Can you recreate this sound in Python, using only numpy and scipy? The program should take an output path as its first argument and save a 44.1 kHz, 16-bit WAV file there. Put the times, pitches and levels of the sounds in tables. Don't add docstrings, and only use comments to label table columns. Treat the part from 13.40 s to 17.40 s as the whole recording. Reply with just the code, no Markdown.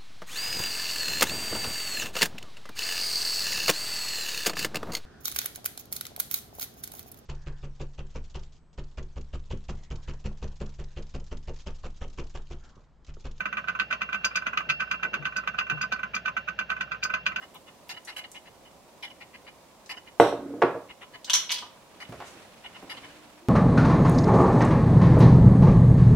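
import sys
import numpy as np
from scipy import signal
from scipy.fft import rfft, irfft
from scipy.io import wavfile

SR = 44100
rng = np.random.default_rng(int(sys.argv[2]) if len(sys.argv) > 2 else 0)


def put_to_file(sound):
    columns = np.atleast_2d(sound).T
    safe = np.clip(columns, -1, 1)
    whole_steps = np.round(safe * 32767)
    wavfile.write(sys.argv[1], SR, whole_steps.astype(np.int16))


N = 176400

# (time [s], ring level [dB], treble level [dB], scuff level [dB])
KNOCKS = [(0.0054, -19.5, -47.5, -22), (0.0562, -18.5, -46.5, -22), (0.1279, -20.5, -52.5, -13),
          (0.1707, -20, -47, -21.5), (0.2843, -18, -43.5, -5), (0.3985, -16, -32, -6.5),
          (0.5105, -19, -43, -6), (0.5265, -17, -39.5, -19), (0.6177, -18, -41.5, -5.5),
          (0.7296, -20, -43, -4.5), (0.7455, -19.5, -46.5, -14), (0.845, -18, -32, -12),
          (0.956, -20, -37.5, -7.5), (0.9719, -18, -40, -2.5), (1.0672, -16.5, -44.5, -12.5),
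          (1.174, -14.5, -38.5, -23), (1.2993, -15, -30, 1.5), (1.404, -19.5, -38, -9),
          (1.513, -17, -38, -20), (1.632, -18, -40.5, -12), (1.7405, -18, -40, -5),
          (1.8539, -19.5, -40, -10), (1.9629, -19.5, -44.5, -11), (2.0753, -17.5, -42, -13.5),
          (2.1879, -16.5, -35.5, -9), (2.299, -16.5, -40.5, -13.5), (2.412, -22, -43, -13),
          (2.4274, -22, -39, -6), (2.5236, -17, -38, -5.5), (2.6322, -19.5, -49, -18.5),
          (2.745, -20.5, -43.5, -3.5), (2.7651, -21, -41.5, -8), (2.8584, -19.5, -39.5, -9),
          (2.8813, -19.5, -46, -1), (2.971, -17.5, -43, -3.5), (3.0859, -19, -46, -1),
          (3.1898, -18.5, -39.5, -13), (3.3019, -19, -42.5, -5.5), (3.4094, -19.5, -40.5, -10),
          (3.5185, -21.5, -42.5, -8.5), (3.6313, -23, -34.5, -8.5), (3.7391, -15.5, -39.5, -13),
          (3.8649, -17, -30.5, -8.5), (3.9609, -20, -41.5, -27)]
# (time [s], level [dB])
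TOUCHES = [(0.1821, -25.5), (0.2426, -35.5), (0.294, -28), (0.3522, -29), (0.4175, -28.5), (0.69, -31),
           (0.813, -43.5), (0.858, -26), (0.914, -34.5), (1.0227, -31), (1.1326, -28), (1.2064, -28.5),
           (1.2534, -43), (1.4221, -26), (1.4753, -38.5), (1.543, -29), (1.598, -41.5), (1.6499, -25.5),
           (1.8254, -36), (1.8696, -28), (1.924, -35.5), (1.9848, -27.5), (2.0367, -38), (2.146, -32.5),
           (2.2106, -26.5), (2.268, -34.5), (2.3147, -27), (2.379, -34.5), (2.44, -29.5), (2.561, -36),
           (2.5935, -31.5), (3.2106, -29), (3.319, -26.5), (3.3664, -31), (3.478, -44), (3.546, -34),
           (3.65, -25.5), (3.701, -26), (3.769, -35), (3.887, -32.5), (3.919, -31.5), (3.9853, -32)]
# (time [s], level [dB])
CLINKS = [(0.8488, -20.5), (0.9587, -26.5), (1.9675, -32), (2.416, -30), (2.7503, -30), (3.637, -23.5)]
MODE_HZ = [1035, 1115, 1225, 1370, 1517, 2005, 2397, 2492, 2574, 2720, 3545, 4400, 4790, 4880, 5605, 6138,
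           6561, 7472]
# (left level [dB], right level [dB], 60 dB decay time [s], left lag [ms])
MODES = [(-4, -6, 0.13, 0.31), (-2, -16, 0.0067, 0.42), (-33, -22.5, 0.13, 0.11), (-12, -5, 0.096, 0.32),
         (-3, 4, 0.092, 0.021), (-4.5, -21.5, 0.065, 0.32), (-1, -2, 0.049, 0.095), (1, -14.5, 0.059, 0.21),
         (-17.5, -16, 0.066, 0.2), (-13.5, -10.5, 0.43, 0.16), (-13, -21.5, 0.05, 0.016),
         (-26.5, -37, 0.18, 0.0098), (-18, -25, 0.0067, 0.06), (-15, -20, 0.091, 0.068),
         (-28, -22.5, 0.025, 0.047), (-24, -21, 0.057, 0.043), (-24.5, -28.5, 0.079, 0.06),
         (-26, -22.5, 0.053, 0.059)]
# (frequency [Hz], left [dB], right [dB])
BODY_SPECTRUM = [(91, -8, -13.5), (210, -0.5, 3.5), (582, -15, -8.5), (592.6, 4.5, -3), (950, -9.5, 3),
                 (1310, 6.5, 20.5), (1820, 3, 11.5), (2166, 9, 10.5), (2725, 18, 14), (3152, 5, -5.5),
                 (4030, -1.5, -9.5), (5047, -3.5, -24), (5010, -35.5, -10.5), (6220, -2, -4.5),
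                 (7160, -26, -15.5), (7500, -15, -14.5), (9380, -41.5, -40), (11800, -23, -31.5),
                 (15700, -31, -33.5)]
# (centre [Hz], width [Hz], gain [dB])
NOTCHES = [(946, 160, -7), (1721, 180, -7.5), (2162, 131, -16), (7840, 620, -11)]
# (time [s], duration [s], level [dB])
CREAKS = [(1.262, 0.073, -40.5), (1.637, 0.054, -35), (1.718, 0.064, -34.5), (1.785, 0.06, -38.5),
          (2.295, 0.066, -34.5)]
# (time [s], level [dB])
BOOMS = [(1.291, -43.5), (1.799, -41.5), (2.325, -36.5), (2.35, -36)]
# (frequency [Hz], level [dB])
SWISH_SPECTRUM = [(30, -58), (55, -16), (90, -2), (190, 4), (280, -9.5), (450, -5.5), (620, -0.5),
                  (900, -11), (1100, -21.5), (1550, -3), (2100, -14), (2600, -9), (3800, -20),
                  (6400, -29.5), (9000, -52), (13000, -39)]

SIZE, LEAD_S = 16384, 0.02
AGE, FREQS = np.arange(SIZE) / SR, np.arange(SIZE // 2 + 1) * SR / SIZE
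RING_HZ, TREBLE_HZ, TOP_HZ = 1386, 4700, 9000
KNOCK_DB, TOUCH_DB, USUAL_TREBLE_DB = 23, 30, -19.5
CHATTER_PER_S, CHATTER_DB, CHATTER_S = 450, -6.5, 0.0053
SCUFF_LEAD_S, SCUFF_S, ROLL_AFTER_S, ROLL_S = 0.0025, 0.0028, 0.02, 0.0085
SLOSH_DETUNE_HZ, MODE_SPREAD_DB = 4.158, 1.3
BODY_T60_S, BODY_SAMENESS = 0.084, 0.65
CLICK_DB, ROOM_DB, ROOM_T60_S = 17, -26.5, 0.18
CREAK_SLIPS_PER_S, CREAK_BAND_HZ, CREAK_PAN_DB = 210, [130, 670], 11.5
HUM_HZ, HUM_DB, SWISH_DB = 58.6, -60.5, -51.5


def stir_bar():
    out = np.zeros((2, N))
    grain, colour = stereo_noise(SIZE, likeness=0.057), body_colour()
    for s, ring_db, treble_db, scuff_db in KNOCKS:
        tilt_db = treble_db - ring_db - USUAL_TREBLE_DB
        knock = contact(grain, colour, tilt_db, scuff_db, roll_db=-18.5)
        add(out, from_db(ring_db + KNOCK_DB) * knock, s - LEAD_S)
        plate = thump(hz=rng.normal(198.3, 13.1), rise_s=0.015, fall_s=0.015)
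        add(out, from_db(-47.5) * plate, s)
    for s, db in TOUCHES:
        touch = contact(grain, colour, tilt_db=-18, scuff_db=-6.5, roll_db=-np.inf)
        add(out, from_db(db + TOUCH_DB) * touch, s - LEAD_S)
    for s, db in CLINKS:
        add(out, from_db(db + KNOCK_DB) * clink(grain, colour), s)
    return out


def contact(grain, colour, tilt_db, scuff_db, roll_db):
    t = AGE - LEAD_S
    slipping = rng.random(SIZE) < CHATTER_PER_S / SR
    slips = slipping * rng.choice([-1, 1], SIZE) * rng.uniform(0.48, 1, SIZE)
    blow = slips * from_db(CHATTER_DB) * np.exp(-np.abs(t) / CHATTER_S) * (t > 0)
    blow[int(LEAD_S * SR)] = 1
    scuff = slips * from_db(scuff_db) * np.exp(-((t + SCUFF_LEAD_S) / (2 * SCUFF_S)) ** 2) * (t < 0)
    roll = slips * from_db(roll_db) * np.exp(-((t - ROLL_AFTER_S) / (2 * ROLL_S)) ** 2)
    force = rfft(blow) + rfft(scuff) * gain_at(FREQS, [RING_HZ, TREBLE_HZ], [0, -4])
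    force += rfft(roll) * np.interp(FREQS, [1650, 2430], [1, 0])
    spectrum = unit_rms(vessel(grain, colour, tilt_db) * force)
    brightness = gain_at(FREQS, [RING_HZ, TREBLE_HZ, TOP_HZ], [0, tilt_db, 0.32 * tilt_db])
    return irfft(spectrum * brightness)[:, :-SIZE // 10]


def clink(grain, colour):
    high_pass = minimum_phase(gain_at(FREQS, [2900, 4750], [-28, 0]))
    spectrum = vessel(grain, colour, tilt_db=19) * high_pass
    return irfft(unit_rms(spectrum))[:, :SIZE // 2]


def vessel(grain, colour, tilt_db):
    notch_db = sum(db * np.exp(-(2 * (FREQS - hz) / width) ** 2) for hz, width, db in NOTCHES)
    return from_db(notch_db) * (glass_modes(tilt_db) + colour * dense_ringing(grain))


def glass_modes(tilt_db):
    left_db, right_db, t60, lag_ms = np.transpose(MODES)
    hz = rng.normal(MODE_HZ, SLOSH_DETUNE_HZ)
    strength = from_db(rng.normal(0, MODE_SPREAD_DB, len(hz)))
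    strength *= gain_at(hz, [4400, 4800], [0, 0.4 * tilt_db])
    t = AGE[:SIZE * 3 // 4]
    decay, omega = from_db(-60 * t / t60[:, None]), 2 * np.pi * hz[:, None]
    left = (strength * from_db(left_db)) @ (decay * np.sin(omega * (t - lag_ms[:, None] / 1000)))
    right = (strength * from_db(right_db)) @ (decay * np.sin(omega * t))
    onset = 1 - np.exp(-(t / 0.0001) ** 2)
    radiation = signal.butter(2, [990, 7500], "band", fs=SR, output="sos")
    ring = signal.sosfilt(radiation, np.array([left, right]) * onset)
    return rfft(ring, SIZE) * gain_at(FREQS, [7550, 8000], [0, -24])


def dense_ringing(grain):
    fresh = stereo_noise(SIZE, likeness=0.99)
    noise = np.sqrt(BODY_SAMENESS) * grain + np.sqrt(1 - BODY_SAMENESS) * fresh
    decay = from_db(-60 * AGE / BODY_T60_S) + from_db(ROOM_DB - 60 * AGE / ROOM_T60_S)
    return from_db(CLICK_DB) + rfft(decay * noise)


def body_colour():
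    hz, *ears_db = np.transpose(BODY_SPECTRUM)
    gains = from_db(-2.5) * np.array([gain_at(FREQS, hz, db) for db in ears_db])
    delay_s = np.array([[0.00015], [0]])
    return minimum_phase(gains) * np.exp(-2j * np.pi * FREQS * delay_s)


def thump(hz, rise_s, fall_s):
    note = np.sin(2 * np.pi * hz * AGE) * (1 - np.exp(-(AGE / rise_s) ** 2)) * np.exp(-AGE / fall_s)
    return note[None] / note.max()


def creaks():
    out = np.zeros((2, N))
    pan = from_db(np.array([[0.5], [-0.5]]) * CREAK_PAN_DB)
    dull = signal.butter(2, CREAK_BAND_HZ, "band", fs=SR, output="sos")
    for s, duration, db in CREAKS:
        times = np.cumsum(rng.uniform(0.4, 1.4, 40)) / CREAK_SLIPS_PER_S
        slips = np.zeros(SIZE)
        slips[(times[times < duration] * SR).astype(int)] = 1
        creak = signal.sosfilt(dull, slips + 1e-18)
        add(out, pan * from_db(db) * 0.5 * creak / np.abs(creak).max(), s)
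    for s, db in BOOMS:
        add(out, pan * from_db(db) * thump(hz=144, rise_s=0.011, fall_s=0.042), s - 0.011)
    return out


def stirrer():
    shape = gain_at(np.arange(N // 2 + 1) * SR / N, *np.transpose(SWISH_SPECTRUM))
    swish = irfft(rfft(stereo_noise(N, likeness=0.82)) * shape, N)
    hum = np.sqrt(2) * np.sin(2 * np.pi * HUM_HZ * np.arange(N) / SR)
    return from_db(SWISH_DB) * swish / swish.std() + from_db(HUM_DB) * hum


def stereo_noise(size, likeness):
    common, separate = rng.standard_normal(size), rng.standard_normal((2, size))
    return np.sqrt(likeness) * common + np.sqrt(1 - likeness) * separate


def minimum_phase(gain):
    cepstrum = irfft(np.log(gain + 1e-9))
    fold = 1 + np.sign(np.sin(2 * np.pi * np.arange(SIZE) / SIZE))
    return np.exp(rfft(cepstrum * fold))


def unit_rms(spectrum):
    return spectrum / np.sqrt(np.mean(np.abs(spectrum) ** 2))


def from_db(db):
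    return 10 ** (np.asarray(db) / 20)


def gain_at(hz, points_hz, points_db):
    return from_db(np.interp(np.log(hz + 1), np.log(points_hz), points_db))


def add(out, sound, s):
    start = int(s * SR)
    first, end = max(start, 0), min(start + sound.shape[1], N)
    if end > first:
        out[:, first:end] += sound[:, first - start:end - start]


def scene():
    return stir_bar() + creaks() + stirrer()


def record(dry):
    return signal.sosfilt(signal.cheby2(16, 60, 16700, fs=SR, output="sos"), dry)


dry = scene()
out = record(dry)
put_to_file(out)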